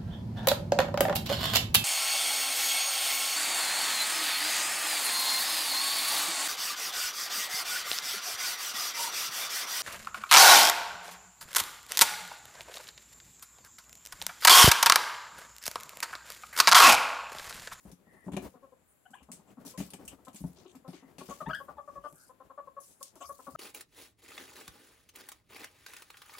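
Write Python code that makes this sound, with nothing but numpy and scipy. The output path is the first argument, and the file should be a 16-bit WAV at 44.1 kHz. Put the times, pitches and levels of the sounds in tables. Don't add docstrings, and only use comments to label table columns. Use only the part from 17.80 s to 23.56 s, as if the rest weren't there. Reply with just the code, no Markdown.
import sys
import numpy as np
from scipy import signal
from scipy.fft import rfft, irfft
from scipy.io import wavfile
from scipy.ndimage import uniform_filter1d

SR = 44100
rng = np.random.default_rng(int(sys.argv[2]) if len(sys.argv) > 2 else 0)


def boost(x):
    u = np.asarray(x, float) / 20
    return 10 ** u


def to_wav(sig):
    pcm = np.clip(np.atleast_2d(sig), -1, 1) * 32767
    pcm = np.round(pcm).astype(np.int16)
    wavfile.write(sys.argv[1], SR, pcm.T)


N = 254016


def evened(x):
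    return x / np.sqrt(np.mean(x ** 2) + 1e-20)


def read(points, hz):
    f, value = np.transpose(points)
    return np.interp(np.log(hz + 1), np.log(f + 1), value)


def add(mix, s, sound):
    part = mix[..., round(s * SR):][..., :sound.shape[-1]]
    part += sound[..., :part.shape[-1]]


def wander(size, seconds):
    span = max(int(seconds * SR), 2)
    smooth = uniform_filter1d(rng.standard_normal(size), span)
    return evened(uniform_filter1d(smooth, span))


def bandpassed(size, order, low_hz, high_hz):
    band = signal.butter(order, [low_hz, high_hz], "bandpass", fs=SR, output="sos")
    return signal.sosfilt(band, rng.standard_normal(size))


def swelling_sine(hz, t, rise_s, decay_s):
    return np.sin(2 * np.pi * hz * t) * (t / rise_s) * np.exp(1 - t / decay_s)


def noise(size, field_db, patchy_db):
    # f/Hz, coherence/1
    likeness = [(60, 0.89), (180, 0.83), (550, 0.59), (1650, 0.3), (4970, 0.041), (15000, 0.028)]
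    frames, hz = size // 64 + 5, np.fft.rfftfreq(256, 1 / SR)[:, None]
    a, b, c, d, patches = rng.standard_normal((frames, 129, 5)).T
    patches = evened(uniform_filter1d(uniform_filter1d(patches, 9, 0), 30, 1))
    same, left = read(likeness, hz), a + 1j * b
    right = same * left + np.sqrt(1 - same ** 2) * (c + 1j * d)
    z = np.array([left, right]) * boost(field_db(hz) + patchy_db * patches)
    return signal.istft(z, nperseg=256, noverlap=192)[1][:, :size]


def coloured(points, same):
    a, b = rng.standard_normal((N, 2)).T
    z = rfft(np.array([a, same * a + np.sqrt(1 - same ** 2) * b]))
    return evened(irfft(z * boost(read(points, np.fft.rfftfreq(N, 1 / SR))), N))


def hush():
    # f/Hz, level/dB per Hz
    hush_spectrum = [(25, 7), (400, -2.5), (1540, -9.5), (5900, -24.5), (7270, -13.5), (8520, -22.5),
                     (10800, -14.5), (16000, -23)]
    return boost(-67.5 - 3) * coloured(hush_spectrum, same=0.074)


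def room(x):
    # f/Hz, t60/s
    decay = [(100, .3), (500, .22), (1500, .18), (5000, .2), (14000, .14)]
    taps = np.zeros((2, SR // 2))
    at = np.arange(160, SR // 2 - 20, 20) + rng.integers(0, 20, (2, (SR // 2 - 161) // 20))
    np.put_along_axis(taps, at, rng.choice([-1., 1.], at.shape), 1)
    hz, t, z = signal.stft(taps, SR, nperseg=256)
    same = 1 / (1 + (hz[:, None] / 420) ** 4)
    z[1] = same * z[0] + np.sqrt(1 - same ** 2) * z[1]
    tail = signal.istft(z * boost(-60 * t / read(decay, hz)[:, None]), SR, nperseg=256)[1]
    return signal.fftconvolve(x, tail / np.linalg.norm(tail[0]), axes=1)[:, :N]


def weight():
    # f/Hz, level/dB per Hz
    shuffle = [(60, -5), (120, -6.5), (200, -2.5), (450, -7), (850, -13.5), (1600, -23), (4000, -33)]
    # t/s, level/dB
    shifts = [(0, -67), (.4, -65.5), (.65, -54.5), (.8, -70), (1.0, -76.5), (1.3, -90), (1.55, -69.5),
              (1.9, -64), (2.7, -62.5), (3.05, -66.5), (3.5, -62.5), (3.9, -66), (4.4, -69.5), (4.7, -75),
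              (5.76, -72)]
    # t/s, level/dB
    booms = [(0.067, -55.5), (0.527, -50), (0.569, -52), (1.42, -61.5), (1.991, -52.5), (2.277, -59.5),
             (2.339, -65), (2.627, -48.5), (2.678, -60), (3.486, -59.5), (3.668, -49.5), (3.95, -66),
             (4.179, -58), (5.456, -67), (5.718, -62)]
    level_db = np.interp(np.arange(N) / SR, *np.transpose(shifts))
    out = coloured(shuffle, same=0.59) * boost(level_db + 5.16 * wander(N, 0.038))
    t = np.arange(SR // 5) / SR
    for s, db in booms:
        boom = swelling_sine(68 * rng.uniform(0.7, 1.186), t, 0.015, 0.02)
        add(out, s - .01, boost(db) * boom[None])
    return out


def wheeze():
    # start t/s, end t/s, f/Hz, level/dB
    breaths = [
        (4.214, 4.316, 3000, -73.5),
        (4.228, 4.304, 5060, -76),
        (4.332, 4.485, 1460, -68.5),
        (0.753, 1.825, 7560, -81),
        (1.016, 1.215, 14400, -77),
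        (1.067, 1.148, 9660, -71),
        (1.078, 1.323, 11100, -79),
    ]
    # start t/s, end t/s, f/Hz, level/dB
    whistles = [
        (0.23, 0.525, 1896, -66.5),
        (3.13, 3.344, 1950, -74),
    ]
    bands = [(0.1, *row) for row in breaths] + [(0.065, *row) for row in whistles]
    out = np.zeros((2, N))
    for share, start, end, hz, db in bands:
        t = np.arange(int((end - start) * SR)) / SR
        drift_s = .35 / (share * hz)
        a, b = wander(len(t), drift_s), wander(len(t), drift_s)
        band = a * np.cos(2 * np.pi * hz * t) + b * np.sin(2 * np.pi * hz * t)
        add(out, start, boost(db) * np.array([band, band[::-1]]) * signal.windows.tukey(len(t), 0.6))
    return out


def fur():
    # start t/s, end t/s, brightest f/Hz, spread/log Hz, level/dB
    drags = [(0, 0.155, 9000, 0.72, -66.5), (0.61, 0.785, 8800, 1.6, -64), (1.336, 1.45, 2780, 0.19, -65.5),
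             (1.85, 1.959, 9200, 1.07, -51), (2.275, 2.355, 2810, 0.17, -61),
             (2.134, 2.193, 8100, 0.067, -61.5), (2.595, 2.745, 10400, 0.12, -66),
             (1.342, 1.387, 8600, 0.31, -66.5), (1.529, 1.634, 7550, 0.5, -67),
             (1.672, 1.76, 7300, 0.15, -74.5), (1.681, 1.753, 2800, 0.2, -76.5),
             (1.975, 2.115, 6950, 1.8, -53.5), (2.559, 2.785, 8450, 1.2, -61.5),
             (2.758, 2.876, 4400, 0.65, -65.5), (3.126, 3.23, 5200, 0.59, -62),
             (3.38, 3.45, 4470, 0.05, -66), (3.677, 3.954, 9900, 0.52, -65),
             (5.222, 5.339, 5700, 0.83, -59.5)]
    # start t/s, end t/s, brightest f/Hz, spread/log Hz, level/dB
    brushes = [(0.251, 0.522, 9400, 0.1, -78), (0.436, 0.514, 8000, 0.44, -71),
               (3.385, 3.65, 6300, 1.8, -57), (3.955, 4.295, 7140, 0.4, -77), (4.211, 4.55, 9140, 0.4, -63),
               (4.358, 4.51, 5470, 0.31, -68.5), (5, 5.174, 7400, 1.02, -63.5),
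               (5.359, 5.66, 9200, 0.75, -60.5), (5.4, 5.451, 7000, 0.17, -55.5),
               (5.397, 5.463, 2900, 0.24, -59.5), (5.43, 5.506, 5730, 0.23, -59),
               (5.422, 5.538, 10600, 0.16, -59.5), (2.839, 2.937, 3200, 0.31, -68),
               (2.863, 2.96, 7360, 0.26, -69), (5.553, 5.826, 8150, 1.33, -60)]
    strokes = [(0.05, *row) for row in drags] + [(0.48, *row) for row in brushes]
    out = np.zeros((2, N))
    for crest, start, end, bright_hz, spread, db in strokes:
        size = int((end - start) * SR)
        hiss = noise(size, lambda hz: -9 * (np.log((hz + 1) / bright_hz) / spread) ** 2, patchy_db=2.6)
        grain = boost(2.5 * wander(size, .004))
        swell = np.interp(np.arange(size) / size, [0, crest, 1], [0, 1, 0])
        add(out, start, boost(db) * grain * evened(hiss) * np.sin(np.pi / 2 * swell) ** 1.13)
    return out


def ticks():
    # t/s, level/dB, ring f/Hz
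    taps = [(0.056, -47, 8700), (0.443, -54, 10000), (0.572, -36, 2420), (0.626, -39, 11000),
            (1.518, -28, 9400), (2.105, -39, 11000), (2.28, -40, 12000), (2.786, -46, 5840),
            (2.881, -51, 6740), (2.954, -49, 7000), (3.384, -43, 4400), (3.844, -52, 10600),
            (4.327, -39, 10700), (4.383, -44, 9600), (5.229, -25.5, 11600), (5.295, -52, 10000),
            (5.356, -39, 10860)]
    out, t = np.zeros(N), np.arange(200) / SR
    for s, db, hz in taps:
        decay_s = 1.64 / hz
        add(out, s, boost(db) * np.sin(2 * np.pi * hz * t) * np.exp(-t / decay_s))
    return out[None]


def claws():
    # t/s, level/dB, dull part re bright/dB, t60/s, brightest f/Hz
    scratches = [(0.117, -44, -14, 0.086, 5700), (0.5206, -46.5, 4, 0.12, 10500),
                 (0.535, -43, 4, 0.1, 9500), (0.568, -32, 0.5, 0.065, 2440),
                 (0.625, -48.5, -20, 0.18, 10500), (1.307, -54.5, -29, 0.15, 7800),
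                 (1.43, -51.5, 3, 0.085, 10000), (1.518, -34.5, -15, 0.14, 8200),
                 (1.8508, -46.5, -0.5, 0.43, 7900), (1.977, -35.5, -7.5, 0.28, 4830),
                 (2.005, -36, -5, 0.03, 3020), (2.0125, -38, 2, 0.022, 4000),
                 (2.105, -42.5, -10, 0.072, 9600), (2.136, -33.5, -4, 0.069, 8320),
                 (2.253, -42.5, -26, 0.071, 8100), (2.2796, -31.5, -11, 0.069, 8700),
                 (2.4512, -48, -6, 0.095, 7700), (2.4833, -47, -1, 0.075, 3070),
                 (2.532, -51.5, -12, 0.15, 9500), (2.547, -42.5, -12, 0.17, 9600),
                 (2.56, -40.5, -7.5, 0.1, 7300), (2.954, -48.5, -6, 0.1, 7050),
                 (3.0793, -48, -3.5, 0.24, 5000), (3.134, -49, 9, 0.3, 6500), (3.384, -40, -3, 0.2, 4440),
                 (3.498, -41, -5, 0.18, 6900), (3.609, -48, -6, 0.18, 6560),
                 (3.748, -41.5, -10, 0.063, 10300), (5.004, -44.5, -48, 0.58, 9900),
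                 (5.206, -49.5, -23, 0.28, 9500), (5.2297, -29, -23.5, 0.039, 7800),
                 (5.3568, -51, -11, 0.23, 7000)]
    # f/Hz, level/dB per Hz
    scratch_spectrum = [(900, -12), (1800, -5), (3000, -1.5), (4800, -3.5), (7700, 3), (13000, -1.5),
                        (16000, -12)]
    out, t = np.zeros((2, N)), np.arange(SR // 4) / SR
    for s, db, dull_db, t60, bright_hz in scratches:
        def scrape_db(hz):
            tip = 5 * np.exp(-(np.log((hz + 1) / bright_hz) / 0.12) ** 2)
            dull = (dull_db + 10.0) / (1 + (hz / 3700) ** 6)
            return read(scratch_spectrum, hz) + tip + dull
        grit = evened(noise(len(t), scrape_db, patchy_db=2.2))
        slips = boost(0.2 * wander(len(t), 0.00057))
        fade = boost(-60 * np.maximum(t - 0.066 * t60, 0) / t60)
        catch = 1 + 0.63 * np.exp(-t / 0.0017)
        add(out, s - .001, boost(db - 12.5) * grit * slips * fade * catch)
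    return out


def thumps():
    # t/s, blow level/dB, slap re blow/dB
    blows = [(0.054, -42.5, -10.5), (0.124, -44, -40), (0.467, -33, -18), (0.483, -36.5, -1.5),
             (0.519, -38, -10), (0.536, -28, -12.5), (0.5666, -38.5, 0.5), (0.572, -30.5, -1.5),
             (1.53, -49.5, -7.5), (1.873, -52.5, 1.5), (1.981, -31.5, -14.5), (2.003, -27, -12),
             (2.016, -51, -3), (2.138, -43.5, -3.5), (2.545, -43, -12), (2.608, -36, -21),
             (2.641, -27, -15), (3.083, -36, -10.5), (3.385, -46, -5.5), (3.417, -49.5, 6),
             (3.491, -38.5, -5), (3.62, -46.5, -1), (3.673, -31.5, -12), (3.685, -37, -7), (4.177, -53, -8),
             (4.327, -53.5, -4.5), (5.738, -49, -50)]
    # f/Hz, level/dB, t60/s
    wall_modes = [
        (272, -12, 0.11),
        (386, -11, 0.08),
        (591, -12.5, 0.046),
        (750, -21, 0.048),
    ]
    out, t = np.zeros(N), np.arange(SR // 5) / SR
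    for s, db, slap_db in blows:
        base_hz = 195.4 if s < 3.6 else 169.4
        base_hz *= rng.uniform(0.893, 1.114)
        belly = swelling_sine(base_hz, t, 0.0055, 0.0065)
        belly += 0.49 * swelling_sine(1.45 * base_hz, t, 0.0054, 0.0054)
        walls = np.zeros(len(t))
        for f, level_db, t60 in wall_modes:
            mode_hz = f * rng.uniform(0.903, 1.061)
            walls += boost(level_db - 60 * t / t60) * np.sin(2 * np.pi * mode_hz * t)
        contact = evened(bandpassed(len(t), 3, 330, 950))
        contact *= boost(-60 * t / 0.065) * (1 - np.exp(-t / 0.0021))
        slap = contact + walls * boost(11.5)
        add(out, s - .001, boost(db - 4.5) * belly + boost(db + slap_db - 2.5) * slap)
    return out


def cluck(db, second_hz, first_db, length, halves):
    # f/Hz, level/dB
    throat_curve = [(500, 0), (1300, 0), (1550, -26), (1800, -22), (2100, -44), (3000, -50), (4500, -60)]
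    t = np.arange(int(min(length, .06) * SR)) / SR
    arch = np.sin(np.pi * t / t[-1])
    hz = second_hz / 2 * (1.012 + .02 * arch - .05 * t / t[-1] + .017 * wander(len(t), .003))
    turns = np.cumsum(hz) / SR + rng.random()
    lines = boost(first_db) * np.sin(2 * np.pi * turns)
    for k in range(2, 9):
        lines += boost(read(throat_curve, k * second_hz / 2)) * np.cos(2 * np.pi * k * turns)
    lines *= 1 + halves * np.cos(np.pi * turns) + .1 * wander(len(t), .003)
    hoarse = evened(bandpassed(len(t), 4, 450, 1400))
    rasp = evened(bandpassed(len(t), 2, 2600, 4500))
    air = .26 * (halves + .4) * hoarse + .03 * halves * rasp
    swell = signal.windows.tukey(len(t), .35) * (.5 + .5 * arch) * (1 - 0.14 * t / t[-1])
    return boost(db - 7.5) * (lines + air) * swell


def grunt(db, pulse_hz, throat_db):
    t = np.arange(int(.035 * SR)) / SR
    turns = np.cumsum(pulse_hz * (1 + .1 * wander(len(t), .005))) / SR + rng.random()
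    puffs = np.exp(-(turns % 1) / .25) * (rng.standard_normal(len(t)) + .5)
    dark = signal.butter(4, [420, 1250], "bandpass", fs=SR, output="sos")
    throat = evened(signal.sosfilt(dark, puffs))
    body = np.cos(2 * np.pi * turns) * (1 + 0.68 * wander(len(t), 0.0094))
    swell = signal.windows.tukey(len(t), .4) * np.exp(-t / 0.024)
    return boost(db) * (body * np.sin(np.pi * t / t[-1]) + boost(throat_db) * throat * swell)


def squeal(rows, slope_db, open_db):
    s, *columns = np.transpose(rows)
    t = np.arange(s[0], s[-1], 1 / SR)
    hz, db = (np.interp(t, s, c) for c in columns)
    turns = np.cumsum(hz * (1 + 0.032 * wander(len(t), 0.0017))) / SR
    stack = np.cos(2 * np.pi * turns) + boost(slope_db) * np.cos(4 * np.pi * turns)
    for k in range(3, 5):
        from_3k = np.log(k * hz / 3100) ** 2
        from_5k = np.log(k * hz / 4900) ** 2 + 0.0069
        mouth_db = open_db - 250 * np.minimum(from_3k, from_5k).clip(0, .08)
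        stack += boost(mouth_db) * np.cos(2 * np.pi * k * turns)
    edges = np.clip(np.minimum(t - t[0], t[-1] - t) / .002, 0, 1)
    return s[0], boost(db) * stack * (1 + 0.16 * wander(len(t), 0.0026)) * edges


def cry(start, length, first_hz, last_hz, db, slope_db, open_db):
    share = np.array([0, 0.53, 1])
    hz = first_hz + (last_hz - first_hz) * share
    rows = [start + length * share, hz, db + np.array([-10, 0, -4])]
    return squeal(np.transpose(rows), slope_db, open_db)


def voices():
    # t/s, effort level/dB, second harmonic f/Hz, length/s, strong-weak pulses/0-1
    tub_clucks = [
        (0.744, -52.5, 1023, 0.018, 0.45),
        (0.829, -49.5, 1067, 0.042, 0.26),
        (0.9257, -53.5, 1020, 0.024, 0.28),
        (1.9415, -44, 1026, 0.037, 0.1),
        (2.473, -41.5, 1026, 0.025, 0.7),
        (3.049, -48, 1048, 0.037, 0.76),
        (3.412, -41.5, 1103, 0.019, 0.75),
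    ]
    # t/s, effort level/dB, second harmonic f/Hz, length/s, strong-weak pulses/0-1
    open_clucks = [(3.508, -36, 1140, 0.03, 0.4), (3.6082, -28, 1223, 0.025, 0.14),
                   (3.696, -28, 1260, 0.029, 0.36), (3.805, -37.5, 1109, 0.024, 0.43),
                   (3.8864, -36, 1156, 0.023, 0.52), (3.9865, -33.5, 1170, 0.026, 0.1),
                   (4.08, -35.5, 1141, 0.028, 0.13), (4.158, -35.5, 1143, 0.036, 0),
                   (4.242, -32.5, 1179, 0.042, 0.36), (4.497, -44.5, 1019, 0.03, 0.27),
                   (4.6044, -42.5, 1034, 0.03, 0.45), (4.702, -41.5, 1060, 0.029, 0.44),
                   (4.78, -32.5, 1138, 0.033, 0.18), (4.877, -37, 1070, 0.019, 0),
                   (4.9702, -35.5, 1122, 0.029, 0.06), (5.214, -39, 1080, 0.016, 0.15),
                   (5.41, -40, 1101, 0.029, 0.63), (5.496, -33, 1109, 0.026, 0.08),
                   (5.5942, -41, 1030, 0.023, 0.7), (5.671, -36, 1122, 0.023, 0.56),
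                   (5.7524, -26, 1274, 0.072, 0.16)]
    # t/s, effort level/dB, pulse f/Hz
    grunts = [(0.057, -61, 216), (0.27, -59, 214.4), (0.369, -58.5, 194), (0.756, -51.5, 229),
              (1.301, -59, 213), (1.407, -55, 247), (1.488, -49, 219.4), (1.593, -57, 208.4),
              (1.675, -54, 213.6), (1.772, -49, 223.6), (1.847, -48.5, 238.5), (2.08, -58, 201),
              (2.189, -53, 297), (2.328, -55, 247), (2.386, -57, 342), (2.479, -50, 235.5),
              (2.773, -56, 340.4), (2.852, -52.5, 332), (2.949, -52, 235.3), (3.129, -50.5, 331.3),
              (3.226, -51.5, 241), (3.384, -57, 265), (3.487, -48.5, 255.5), (3.89, -49.5, 256),
              (5.357, -59, 292), (5.677, -50, 240)]
    # start t/s, length/s, first f/Hz, last f/Hz, level/dB
    chirps = [
        (1.253, 0.0185, 750, 746, -56.5),
        (1.333, 0.015, 750, 855, -48.5),
        (3.659, 0.016, 843, 905, -45.5),
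    ]
    # start t/s, length/s, first f/Hz, last f/Hz, level/dB
    yips = [
        (1.348, 0.014, 1040, 950, -47),
        (3.968, 0.029, 870, 839, -46),
        (5.403, 0.022, 560, 800, -47),
        (5.43, 0.028, 943, 1258, -45),
    ]
    # t/s, pitch f/Hz, effort level/dB
    squeals = [
        [(3.66, 836, -50), (3.672, 873, -39.5), (3.69, 934, -41.5), (3.703, 1388, -42), (3.712, 1683, -36),
         (3.722, 1600, -44)],
        [(3.7315, 1510, -32), (3.738, 1450, -33), (3.746, 1500, -37), (3.75, 1620, -30.5), (3.757, 1660, -36),
         (3.766, 1650, -39), (3.778, 1580, -50), (3.803, 1610, -48)],
    ]
    out = np.zeros(N)
    for s, db, hz, *shape in tub_clucks:
        first_db = -45.5 - db
        add(out, s - .0055, cluck(db, hz, first_db, *shape))
    for s, db, hz, *shape in open_clucks:
        add(out, s - .0055, cluck(db, hz, -5, *shape))
    for s, db, hz in grunts:
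        throat_db = -6 if s < 3.3 else 3.5
        add(out, s - .004, grunt(db, hz, throat_db))
    for row in chirps:
        add(out, *cry(*row, slope_db=1, open_db=-8))
    for row in yips:
        add(out, *cry(*row, slope_db=-21, open_db=-28))
    for rows in squeals:
        add(out, *squeal(rows, slope_db=-13, open_db=-21.5))
    return out


def scene():
    calls, blows, scratches = voices()[None], thumps()[None], claws() + ticks()
    wet = boost(-7.0) * calls + boost(-10) * blows + boost(-6.5) * scratches
    near = calls + blows + scratches + fur() + weight() + wheeze()
    return near + room(wet) + hush()


def top_cut(x):
    return signal.sosfilt(signal.butter(12, 16490, fs=SR, output="sos"), x)


def record(dry):
    # f/Hz, level/dB
    lean = [(60, 4.5), (200, 3.8), (600, 7), (1600, 7), (4500, 8), (9000, 2.2), (15000, 1.5)]
    hz = np.fft.rfftfreq(N, 1 / SR)
    ports = boost(np.array([[.5], [-.5]]) * read(lean, hz))
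    capsule = (hz < 15900) / np.sqrt(1 + (58 / (hz + 1)) ** 6)
    return top_cut(irfft(rfft(dry) * ports * capsule, N))


dry = scene()
out = record(dry)
to_wav(out)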